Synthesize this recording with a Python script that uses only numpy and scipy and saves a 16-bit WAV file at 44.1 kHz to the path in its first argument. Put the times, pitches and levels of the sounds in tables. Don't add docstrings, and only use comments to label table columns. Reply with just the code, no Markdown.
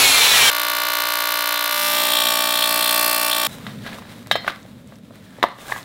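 import sys
import numpy as np
from scipy import signal
from scipy.fft import rfft, irfft
from scipy.io import wavfile
from scipy.ndimage import uniform_filter1d

SR = 44100
rng = np.random.default_rng(int(sys.argv[2]) if len(sys.argv) > 2 else 0)


def int16_out(signal):
    q = np.round(np.clip(np.atleast_2d(signal).T, -1, 1) * 32767)
    wavfile.write(sys.argv[1], SR, q.astype(np.int16))


N = 257664
TIME = np.arange(N) / SR

SHAFT_MULTIPLES = [1, 7, 8, 9, 10, 12, 13, 14, 15, 16, 17, 24]
# start_db, cut_db
SAW_TONE_LEVELS = [(-28.5, -43), (-36, -18), (-19.5, -20.5), (-18, -22), (-33, -15), (-17.5, -23.5),
                   (-32, -17), (-29, -18), (-16, -28), (-7, -26), (-34, -29), (-24, -26)]
# pitch_hz, width_hz (each dies 60 dB in 0.51 / width_hz seconds), level_db
BLADE_MODES = [(2700, 42, -16), (3200, 72, -26), (3550, 30, -20), (3750, 25, -13.5), (3620, 25, -16),
               (4030, 20, -17), (4146, 20, -11.5), (4300, 18, -17), (4280, 93, -31), (5570, 30, -15.5),
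               (7450, 150, -12.5), (10550, 370, -8)]
# pitch_hz, level_db (per Hz)
SAW_AIR_COLOUR = [(18, -40), (30, -24), (134, -9.5), (215, -19), (266, -13), (319, -16), (415, -7),
                  (1190, -1), (1760, -3.5), (2410, -1), (2680, -1), (4190, -1), (4780, -4), (11100, -12.5),
                  (16000, -11.5)]
# first_flip_s, cycles_hz, wait_for_flip_back_s, pulse_sign
WELD_CYCLE_1 = (.49607, 59.413, .00342, 1)
WELD_CYCLE_2 = (1.59564, 59.417, .00343, -1)
# pitch_hz, level_db (per Hz)
CRACK_COLOUR_1 = [(60, -56), (300, -29), (600, 3), (1200, 2), (2400, 2), (3600, 5.5), (5000, 2.5),
                  (7100, -4.5), (9000, -2), (11500, 2.5), (14300, 2.5), (16000, -4)]
CRACK_COLOUR_2 = [(60, -33.5), (300, -8), (600, -5), (1200, 3.5), (2400, 4), (3600, 1.5), (5500, 1.5),
                  (9000, -4.5), (12000, 3), (14500, 0), (16000, -1)]
# pitch_hz, level_db (per Hz)
SIZZLE_COLOUR_1 = [(60, -10), (200, -15), (500, -10), (1000, 0), (2000, -4), (3600, -1), (4600, 0),
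                   (6200, -4.5), (11000, 6), (16000, -4)]
SIZZLE_COLOUR_2 = [(60, -56), (200, -7.5), (500, -6.5), (1000, -2.5), (2000, -4.5), (3200, -3), (4600, 1.5),
                   (6500, -5), (9000, 6), (12000, 0), (16000, 0.5)]
# delay_ms, signed_share
REFLECTIONS_1 = [(1.52, -0.37), (1.86, 0.23), (2.61, 0.27), (3.76, -0.28), (4.04, -0.24), (5.31, 0.32),
                 (5.65, -0.32), (8.78, -0.22), (12.63, 0.2)]
REFLECTIONS_2 = [(0.48, -0.48), (1.0, -0.3), (1.16, 0.3), (1.41, 0.37), (1.59, 0.62), (2.56, 0.46),
                 (4.65, -0.29), (7.35, -0.35), (9.89, -0.3)]
# pitch_hz, level_db
BUZZ_HARMONICS_1 = [(297, -23), (594, -50), (951, -42), (1129, -38), (1188, -54), (1426, -43),
                    (1485, -51.5), (1782, -42), (2079, -44), (3565, -45.5)]
BUZZ_HARMONICS_2 = [(178, -26), (297, -36.5), (594, -27), (653, -28), (891, -35), (951, -38.5), (1040, -45),
                    (1129, -34.5), (1188, -39), (1485, -37.5), (1842, -34.5), (3060, -46), (3327, -50),
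                    (3921, -29)]
# peak_s, build_up_s, level_db
SPUTTER_SURGES = [(0.599, 0.0072, -39), (1.555, 0.0035, -30.5), (2.1, 0.18, -32.5), (2.18, 0.048, -29),
                  (2.261, 0.042, -32.5), (2.55, 0.051, -37), (2.64, 0.14, -27.5), (2.823, 0.017, -32),
                  (2.87, 0.047, -27.5), (2.94, 0.015, -39), (3.313, 0.008, -24), (3.39, 0.036, -41),
                  (3.45, 0.013, -37)]
# time_s, level_db
ARC_2_LEVEL = [(1.6, 4), (2.1, 0), (2.5, -1.5), (2.78, -1), (3.0, 0), (3.2, -2.5), (3.47, -2)]
# peak_s, build_up_s, dying_s, rub_db, treble_db, scrape_hz
HAND_STROKES = [(3.53, 0.059, 0.023, -47.5, -45.5, 4060), (3.615, 0.015, 0.038, -55, -59, 2330),
                (3.68, 0.038, 0.027, -47, -63, 1300), (3.875, 0.02, 0.045, -38, -56, 1700),
                (3.945, .02, .02, -48, -60, 1510), (3.99, 0.013, 0.0047, -41, -48, 1340),
                (4.055, 0.019, 0.018, -46.5, -68, 1570), (4.1, .01, 0.0067, -57, -74, 2500),
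                (4.49, 0.025, 0.02, -31, -51, 1470), (5.33, 0.078, 0.19, -57, -64, 1820),
                (5.47, 0.032, 0.057, -43, -75, 900), (5.6, 0.013, 0.026, -48, -50, 3750),
                (5.69, 0.042, 0.063, -41, -44.5, 1480), (5.779, 0.067, 0.019, -37, -40.5, 1220)]
# pitch_hz, level_db (per Hz)
RUMBLE_COLOUR = [(15, -73), (25, -29), (80, -9.5), (118, 2), (150, -4), (221, 2), (375, -16), (500, -13.5),
                 (650, -16), (1100, -120)]
# time_s, level_db
RUMBLE_LEVELS = [(3.48, -37.5), (4.17, -38), (4.7, -43.5), (5.4, -43.5), (5.6, -49.5), (5.84, -43)]
# pitch_hz, level_db (per Hz)
RUB_COLOUR = [(300, -2.5), (600, 2), (1300, -0.5), (2000, -1), (2900, -5.5), (3800, -2), (5000, -11.5),
              (8000, -28)]
# pitch_hz, level_db (per Hz)
RUB_TREBLE_COLOUR = [(3000, -46), (5000, 8), (8000, 10), (12000, 6.5), (16000, 5.5)]
# start_s, level_db, hollow_boom_db, brightness_db, flange_ring_db, skid_ms
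HOUSING_KNOCKS = [(3.666, -22.5, -10, 8, 1, 0.48), (3.8636, -24, -5, 9.5, -6, 0.31),
                  (4.019, -35, -8, -3, -15, 2.7), (4.262, -41, -4, 4, 3, 1),
                  (4.3122, -5.5, -1.5, 8.5, 9, 0.098), (4.355, -10.5, 5.5, 2, 13, 0.12),
                  (4.4455, -23.5, -4, 1, -10, 0.24), (4.465, -37, 4, 14, -10, 2),
                  (4.478, -4, -14.5, -4, -2, 0.18), (4.497, -23, 2.5, 4, 5.5, 1.13),
                  (4.652, -46, 15, -18, -20, .1), (4.922, -37, 6, -5, -13, 0.093),
                  (5.107, -45, 16, -8, -15, 0.44), (5.3828, -50.5, 27, 5, -3, 2.4),
                  (5.427, -7.5, 4, 5, -4, 1.59), (5.4378, -9, 12, -20, -30, 1.25),
                  (5.584, -46, 7, 11, -8, 2.8), (5.716, -19, -11.5, 2, -14, 7),
                  (5.76, -25.5, -18, -9, -20, 3.3)]
# pitch_hz, level_db, decay_s (to -60 dB; knocks rescale it)
HOUSING_MODES = [(460, 20.5, 0.0081), (570, 3, 0.049), (663, 14, 0.039), (800, 17.5, 0.023),
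                 (1040, 19, 0.02), (1185, 2, 0.083), (1640, 1.5, 0.082), (1757, 19, 0.015),
                 (1970, 9, 0.045), (2650, 8, 0.0048)]
# pitch_hz, level_db, decay_s (to -60 dB)
FLANGE_MODES = [(2050, -11, .2), (2260, -10, 0.17), (3030, -19, 0.12), (3130, -6.5, 0.21),
                (3280, -18, 0.39), (3760, 3, 0.13), (3870, 22, 0.009), (3800, -16, 0.11), (4023, -8, 0.27),
                (4235, -9.5, 0.43), (4960, -13, 0.28), (5300, -8, 0.2), (6700, -5, .08), (7600, -4, .12),
                (8900, -1, 0.13), (13870, -1, .1)]
# start_s, level_db, pitch_hz
THIN_TICKS = [(4.477, -21, 10500), (4.484, -31, 11000), (4.505, -18, 3500), (4.63, -33, 6000),
              (4.875, -33, 8000), (4.957, -33, 5500), (5.487, -32, 9500), (5.78, -19, 3200),
              (5.83, -25, 4480)]

SAW_HZ, SAW_SLOWING_HZ_PER_S = 282, 113
SAW_DB, SAW_CUT_S = -12.5, 0.5035
BLADE_DRIVE_DB = 4
WELD_FADE_S, WELD_CUT_S = (1.682, 2.24), 3.472
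SPIT_HZ, FRESH_SHARE = 6000, 0.5
SPUTTER_DB, SURGE_FALL_S, BURST_FALL_S = -54, 0.044, 0.006
SURGE_DUCK_DB = 70
PING_HZ, PING_T60_S, PING_DB = 3250, 0.023, -2
SCATTER_T60_S, SCATTER_HZ = 0.02, 4200
HARMONIC_DAMP_HZ = 3940
WALL_DB, WALL_T60_S = -26.5, 0.1
REST_RUB_DB, REST_TREBLE_DB = -9.5, -17
SCRAPE_DB, SCRAPE_T60_S = 1, 0.013
SLIPS_PER_S = 43
KNOCK_T60_S, CONTACT_MS = 0.034, 1.47
FLANGE_DB, KNOCK_TOP_DB = -12.5, -15.5
ROOM_T60_S, ROOM_DB = 0.33, -16
TOP_HZ = 15750


def undb(db):
    return 10 ** (np.asarray(db) / 20)


def unit(x):
    return x / np.sqrt(np.mean(x ** 2))


def noise():
    return rng.standard_normal(N)


def curves(table):
    s, *columns = np.transpose(table)
    return [np.interp(TIME, s, c) for c in columns]


def colour(x, spectrum, size=2048, causal=True):
    hz, db = np.transpose(spectrum)
    bins_hz = np.arange(size // 2 + 1) * SR / size
    log_gain = np.interp(np.log(bins_hz + 1), np.log(hz), db) * np.log(10) / 20
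    if not causal:
        kernel = np.roll(irfft(np.exp(log_gain)), size // 2)
        return signal.oaconvolve(x, kernel)[size // 2:size // 2 + len(x)]
    cepstrum = irfft(log_gain)
    cepstrum[1:size // 2] *= 2
    cepstrum[size // 2 + 1:] = 0
    return signal.oaconvolve(x, irfft(np.exp(rfft(cepstrum))))[:len(x)]


def highpass(x, hz, order=2):
    return signal.sosfilt(signal.butter(order, hz, "high", fs=SR, output="sos"), x)


def ring(x, hz, t60):
    pole = np.exp(2j * np.pi * hz / SR - np.log(1000) / (t60 * SR))
    return signal.lfilter([1], [1, -pole], x).imag


def clicks(s, size, length=N):
    at, taps, out = np.asarray(s) * SR, np.arange(-7, 9), np.zeros(length + 16)
    gap = taps - (at % 1)[:, None]
    places = np.clip(at.astype(int)[:, None] + taps, 0, length)
    shape = np.sinc(gap) * np.cos(np.pi * gap / 18) ** 2
    np.add.at(out, places, shape * np.asarray(size)[:, None])
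    return out[:length]


def walk(rate):
    k = int(SR / rate)
    return uniform_filter1d(np.repeat(rng.standard_normal(N // k + 1), k), k)[:N]


def swells(s, rise_s, fall_s, db):
    late = TIME - s[:, None]
    pace_s = np.where(late < 0, rise_s[:, None], np.reshape(fall_s, (-1, 1)))
    return undb(db) @ np.exp(-np.abs(late) / pace_s)


def cut(start, end, fade_s=0.0035):
    return np.clip(np.minimum(TIME - start, end - TIME) / fade_s, 0, 1)


def saw():
    shaft_hz = np.maximum(SAW_HZ - SAW_SLOWING_HZ_PER_S * TIME, 100)
    turn = 2 * np.pi * np.cumsum(shaft_hz) / SR
    tones = 0
    for multiple, levels in zip(SHAFT_MULTIPLES, SAW_TONE_LEVELS):
        level_db = np.interp(TIME, (0, SAW_CUT_S), levels) + 3.9 * walk(44.8)
        angle = multiple * (turn + 0.054 * walk(92.5)) + rng.uniform(0, 2 * np.pi)
        tones = tones + undb(level_db) * np.sin(angle)
    on = cut(-1, SAW_CUT_S, fade_s=0.0042)
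    blade = 0
    for hz, width_hz, db in BLADE_MODES:
        shake = on * (noise() + undb(BLADE_DRIVE_DB) * tones)
        blade = blade + undb(db - 13.0 + 2 * walk(6.1)) * unit(ring(shake, hz, 0.51 / width_hz))
    air = undb(-2.5 + walk(63.3)) * unit(colour(noise(), SAW_AIR_COLOUR))
    return (np.sqrt(2) * tones + blade + air) * undb(SAW_DB) * on


def sizzle_noise(flips, cycle, burn_s, level):
    first, hz, wait, _ = cycle
    burn = lambda age: np.exp(-np.maximum(age - wait - burn_s, 0) / 0.00072)
    pattern = burn(TIME[:512]) * rng.standard_normal(512)
    same = signal.oaconvolve(clicks(flips, undb(level)), pattern)[:N]
    fresh = burn((TIME - first) % (1 / hz)) * noise()
    return highpass(same + FRESH_SHARE * fresh, SPIT_HZ)


def sputter_bursts(cycle, snap, burst_level, sputter):
    first, hz, _, _ = cycle
    k = np.clip(((TIME - first) * hz).astype(int), 0, len(burst_level) - 1)
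    since = (TIME - first) % (1 / hz)
    burst = np.exp(-since / BURST_FALL_S) * undb(1.8 * burst_level[k])
    band = [(1500, -33), (2900, 4.5), (3500, 8), (4300, -5.0), (6500, -34)]
    bursts = sputter * unit(colour(burst * noise(), band))
    return bursts + sputter * undb(PING_DB) * unit(ring(snap, PING_HZ, PING_T60_S))


def scattered_treble(arc, wander_db):
    treble = highpass(arc, SCATTER_HZ)
    paths = rng.standard_normal((3, 2048)) * 1000 ** (-TIME[:2048] / SCATTER_T60_S)
    mix = undb([wander_db * walk(4.11) for _ in paths])
    mix = mix / np.sqrt(np.mean(mix ** 2, axis=0))
    scatter = 0
    for m, p in zip(mix, paths):
        scatter = scatter + m * signal.oaconvolve(treble, p / np.sqrt(np.sum(p ** 2)))[:N]
    return scatter


def arc_response(echo, harmonics, wait, echo_hz, harmonics_t60):
    delay, share = np.transpose(echo)
    t = np.arange(4096) / SR
    path = 0
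    for edge_hz, some in ((echo_hz, delay < 3), (4500, delay >= 3)):
        dulling = signal.butter(1, min(edge_hz, 20000), fs=SR)
        path = path + signal.filtfilt(*dulling, clicks(delay / 1000, share * some, length=4096))
    for j, (hz, db) in enumerate(harmonics):
        decay = 1000 ** (-t / harmonics_t60 * (1 + hz / HARMONIC_DAMP_HZ))
        path = path + (-1) ** j * undb(db) * np.sin(2 * np.pi * hz * t) * decay
    path[0] += 1
    tail = rng.standard_normal(len(t)) * 1000 ** (-t / WALL_T60_S) * (t > wait)
    path = path + undb(WALL_DB) * colour(tail, [(1500, -30.5), (3000, -0.5), (4500, 1), (7000, -13)])
    return path / np.sqrt(np.sum(path ** 2))


def weld(cycle, click_db, crack, sizzle, echo, harmonics, thud_hz, thud_db, spit_db, burn_s, glance, wander_db,
         steady_db, rest_db, gas_top_db, echo_hz, harmonics_t60, fan_hz, fan_db):
    first, hz, wait, sign = cycle
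    flips = np.arange(first, N / SR - .02, 1 / hz)
    chance = rng.standard_normal((len(flips), 7)).T
    crack_shift, crack_level, thud_shift, thud_level, spit_shift, spit_level, sizzle_level = chance
    sharp = clicks(flips + wait + 3e-6 * crack_shift, sign * undb(.4 * crack_level))
    thud = clicks(flips + 8e-6 * thud_shift, sign * undb(thud_db + 0.43 * thud_level))
    thud = signal.filtfilt(*signal.butter(2, thud_hz, fs=SR), thud)
    spit = clicks(flips + 5e-5 * spit_shift, sign * undb(spit_db + 6 * spit_level))
    spit = signal.sosfiltfilt(signal.butter(2, SPIT_HZ, "high", fs=SR, output="sos"), spit)
    s, rise_s, surge_db = np.transpose(SPUTTER_SURGES)
    sputter = undb(SPUTTER_DB) + swells(s, rise_s, SURGE_FALL_S, surge_db)
    arc = undb(click_db - SURGE_DUCK_DB * sputter) * unit(colour(sharp + thud + spit, crack, causal=sign < 0))
    fizz = sizzle_noise(flips, cycle, burn_s, sizzle_level)
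    arc = arc + undb(steady_db) * unit(colour(fizz, sizzle))
    gas = colour(colour(noise(), sizzle), [(4000, 0), (12000, gas_top_db)])
    gas = undb(rest_db) * unit(gas)
    snap = clicks(flips + 2e-5 * spit_shift, sign * undb(2.5 * spit_level))
    surge = sputter_bursts(cycle, snap, spit_level, sputter)
    surge_crack = colour(snap + sharp, [(2300, -31.5), (3100, 5.0), (4300, 5.5), (5500, -33.5)])
    arc = arc + sputter * undb(1.5) * unit(surge_crack)
    arc = arc + sputter * undb(-14.0) * unit(colour(snap, crack))
    arc = arc + glance * scattered_treble(arc, wander_db)
    path = arc_response(echo, harmonics, wait, echo_hz, harmonics_t60)
    near = signal.oaconvolve(arc, path)[:N] + surge + gas
    fan = undb(fan_db) * unit(ring(ring(noise(), fan_hz, 0.12), fan_hz, 0.12))
    return highpass(near, 120, order=4) + fan


def hands():
    s, rise_s, fall_s, rub_db, treble_db, scrape_hz = np.transpose(HAND_STROKES)
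    rumble_db = curves(RUMBLE_LEVELS)[0]
    rumble = undb(rumble_db + 2.0 * walk(6.7)) * unit(colour(noise(), RUMBLE_COLOUR, size=8192))
    slips = (rng.random(N) < 120 / SR) * undb(3.75 * rng.exponential(size=N))
    slips = uniform_filter1d(slips, size=60) * 60
    grain = undb(2.7 * walk(30)) * (1 + 0.26 * slips)
    rattle = 0
    for hz, _, decay_s in HOUSING_MODES:
        pushes = (rng.random(N) < SLIPS_PER_S / SR) * noise()
        rattle = rattle + unit(ring(pushes, hz, max(decay_s, .02)))
    hiss = unit(colour(grain * noise(), RUB_COLOUR))
    rub = undb(rumble_db + REST_RUB_DB) * hiss
    for k, hz in enumerate(scrape_hz):
        scrape = unit(ring(unit(rattle) + 0.25 * hiss, hz, SCRAPE_T60_S))
        stroke = swells(*(c[k:k + 1] for c in (s, rise_s, fall_s, rub_db)))
        rub = rub + stroke * (hiss + undb(SCRAPE_DB) * scrape)
    treble_level = undb(rumble_db + REST_TREBLE_DB) + swells(s, rise_s, fall_s, treble_db)
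    treble = treble_level * unit(colour(grain * noise(), RUB_TREBLE_COLOUR))
    return rumble + rub + treble


def knock(t, low, metal, ring_db, skid_ms):
    skid_s = max(skid_ms, 1000 / SR) / 1000
    age = np.maximum(t - skid_s, 0)
    draw = rng.standard_normal((2, len(HOUSING_MODES) + len(FLANGE_MODES)))
    modes = [(hz * (1 + 0.018 * b), db, decay_s * KNOCK_T60_S / 0.071)
             for (hz, db, decay_s), b in zip(HOUSING_MODES, draw[1])]
    modes += [(hz, db + FLANGE_DB + ring_db, decay_s) for hz, db, decay_s in FLANGE_MODES]
    body = 0
    for (hz, db, decay_s), a, b in zip(modes, *draw):
        pair = np.sin(2 * np.pi * hz * t) * np.cos(2 * np.pi * hz * 0.0032 * b * t)
        body = body + undb(db + 2 * a) * pair * 1000 ** (-age / decay_s)
    fading = 1000 ** (-age / (0.47 * KNOCK_T60_S)) + undb(2.0) * 1000 ** (-age / (2.1 * KNOCK_T60_S))
    crack = 1.25 * rng.standard_normal(len(t)) * fading
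    contact = 1 - np.exp(-t * 1000 / CONTACT_MS)
    onset = contact * np.minimum(t / skid_s, 1) ** 2
    top = KNOCK_TOP_DB + 0.91 * metal
    return colour(onset * (body + crack), [(100, low - 22), (250, low - 8), (550, low), (1500, 0.016),
                                           (3600, metal - 2), (7000, top - 4), (16000, top - 7)])


def knocks():
    out, t = np.zeros(N + 10240), np.arange(10240) / SR
    for s, db, low, metal, ring_db, skid_ms in HOUSING_KNOCKS:
        start = int(s * SR)
        out[start:start + len(t)] += undb(db - 11.5) * knock(t, low, metal, ring_db, skid_ms)
    for s, db, hz in THIN_TICKS:
        start = int(s * SR)
        blip = np.sin(2 * np.pi * hz * t[:400]) * np.exp(-t[:400] / 0.00023)
        out[start:start + 400] += undb(db) * blip
    tail = rng.standard_normal(len(t)) * 1000 ** (-t / ROOM_T60_S) * (t > .004)
    tail = colour(tail, [(200, -1.5), (2000, 6.5), (8000, -1.5)])
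    room = signal.oaconvolve(out, tail / np.sqrt(np.sum(tail ** 2)))[:N]
    return out[:N] + undb(ROOM_DB) * room


def scene():
    first = weld(
        WELD_CYCLE_1, crack=CRACK_COLOUR_1, sizzle=SIZZLE_COLOUR_1, echo=REFLECTIONS_1,
        harmonics=BUZZ_HARMONICS_1, click_db=-20.0, thud_hz=2950, thud_db=4.5, spit_db=-11.5, burn_s=0.0016,
        glance=0.16, wander_db=0.0, steady_db=-34.5, rest_db=-34.5, gas_top_db=-13.5, echo_hz=4560,
        harmonics_t60=0.088, fan_hz=81, fan_db=-77)
    second = weld(
        WELD_CYCLE_2, crack=CRACK_COLOUR_2, sizzle=SIZZLE_COLOUR_2, echo=REFLECTIONS_2,
        harmonics=BUZZ_HARMONICS_2, click_db=-20.0, thud_hz=5260, thud_db=0.0, spit_db=-18, burn_s=0.0026,
        glance=0.69, wander_db=12, steady_db=-27.0, rest_db=-27.5, gas_top_db=-12.5, echo_hz=6200,
        harmonics_t60=0.063, fan_hz=116.5, fan_db=-66.0)
    fade = np.pi / 2 * np.interp(TIME, WELD_FADE_S, (0, 1))
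    arcs = first * np.cos(fade) + second * undb(curves(ARC_2_LEVEL)[0]) * np.sin(fade)
    welding = arcs * cut(SAW_CUT_S - .007, WELD_CUT_S)
    seating = (hands() + knocks()) * cut(WELD_CUT_S - .003, 9)
    mono = saw() + welding + seating
    return np.array([mono, mono])


def record(dry):
    lowpass = signal.ellip(10, .2, 80, TOP_HZ, fs=SR, output="sos")
    return signal.sosfilt(lowpass, np.clip(dry, -1, 1))


dry = scene()
out = record(dry)
int16_out(out)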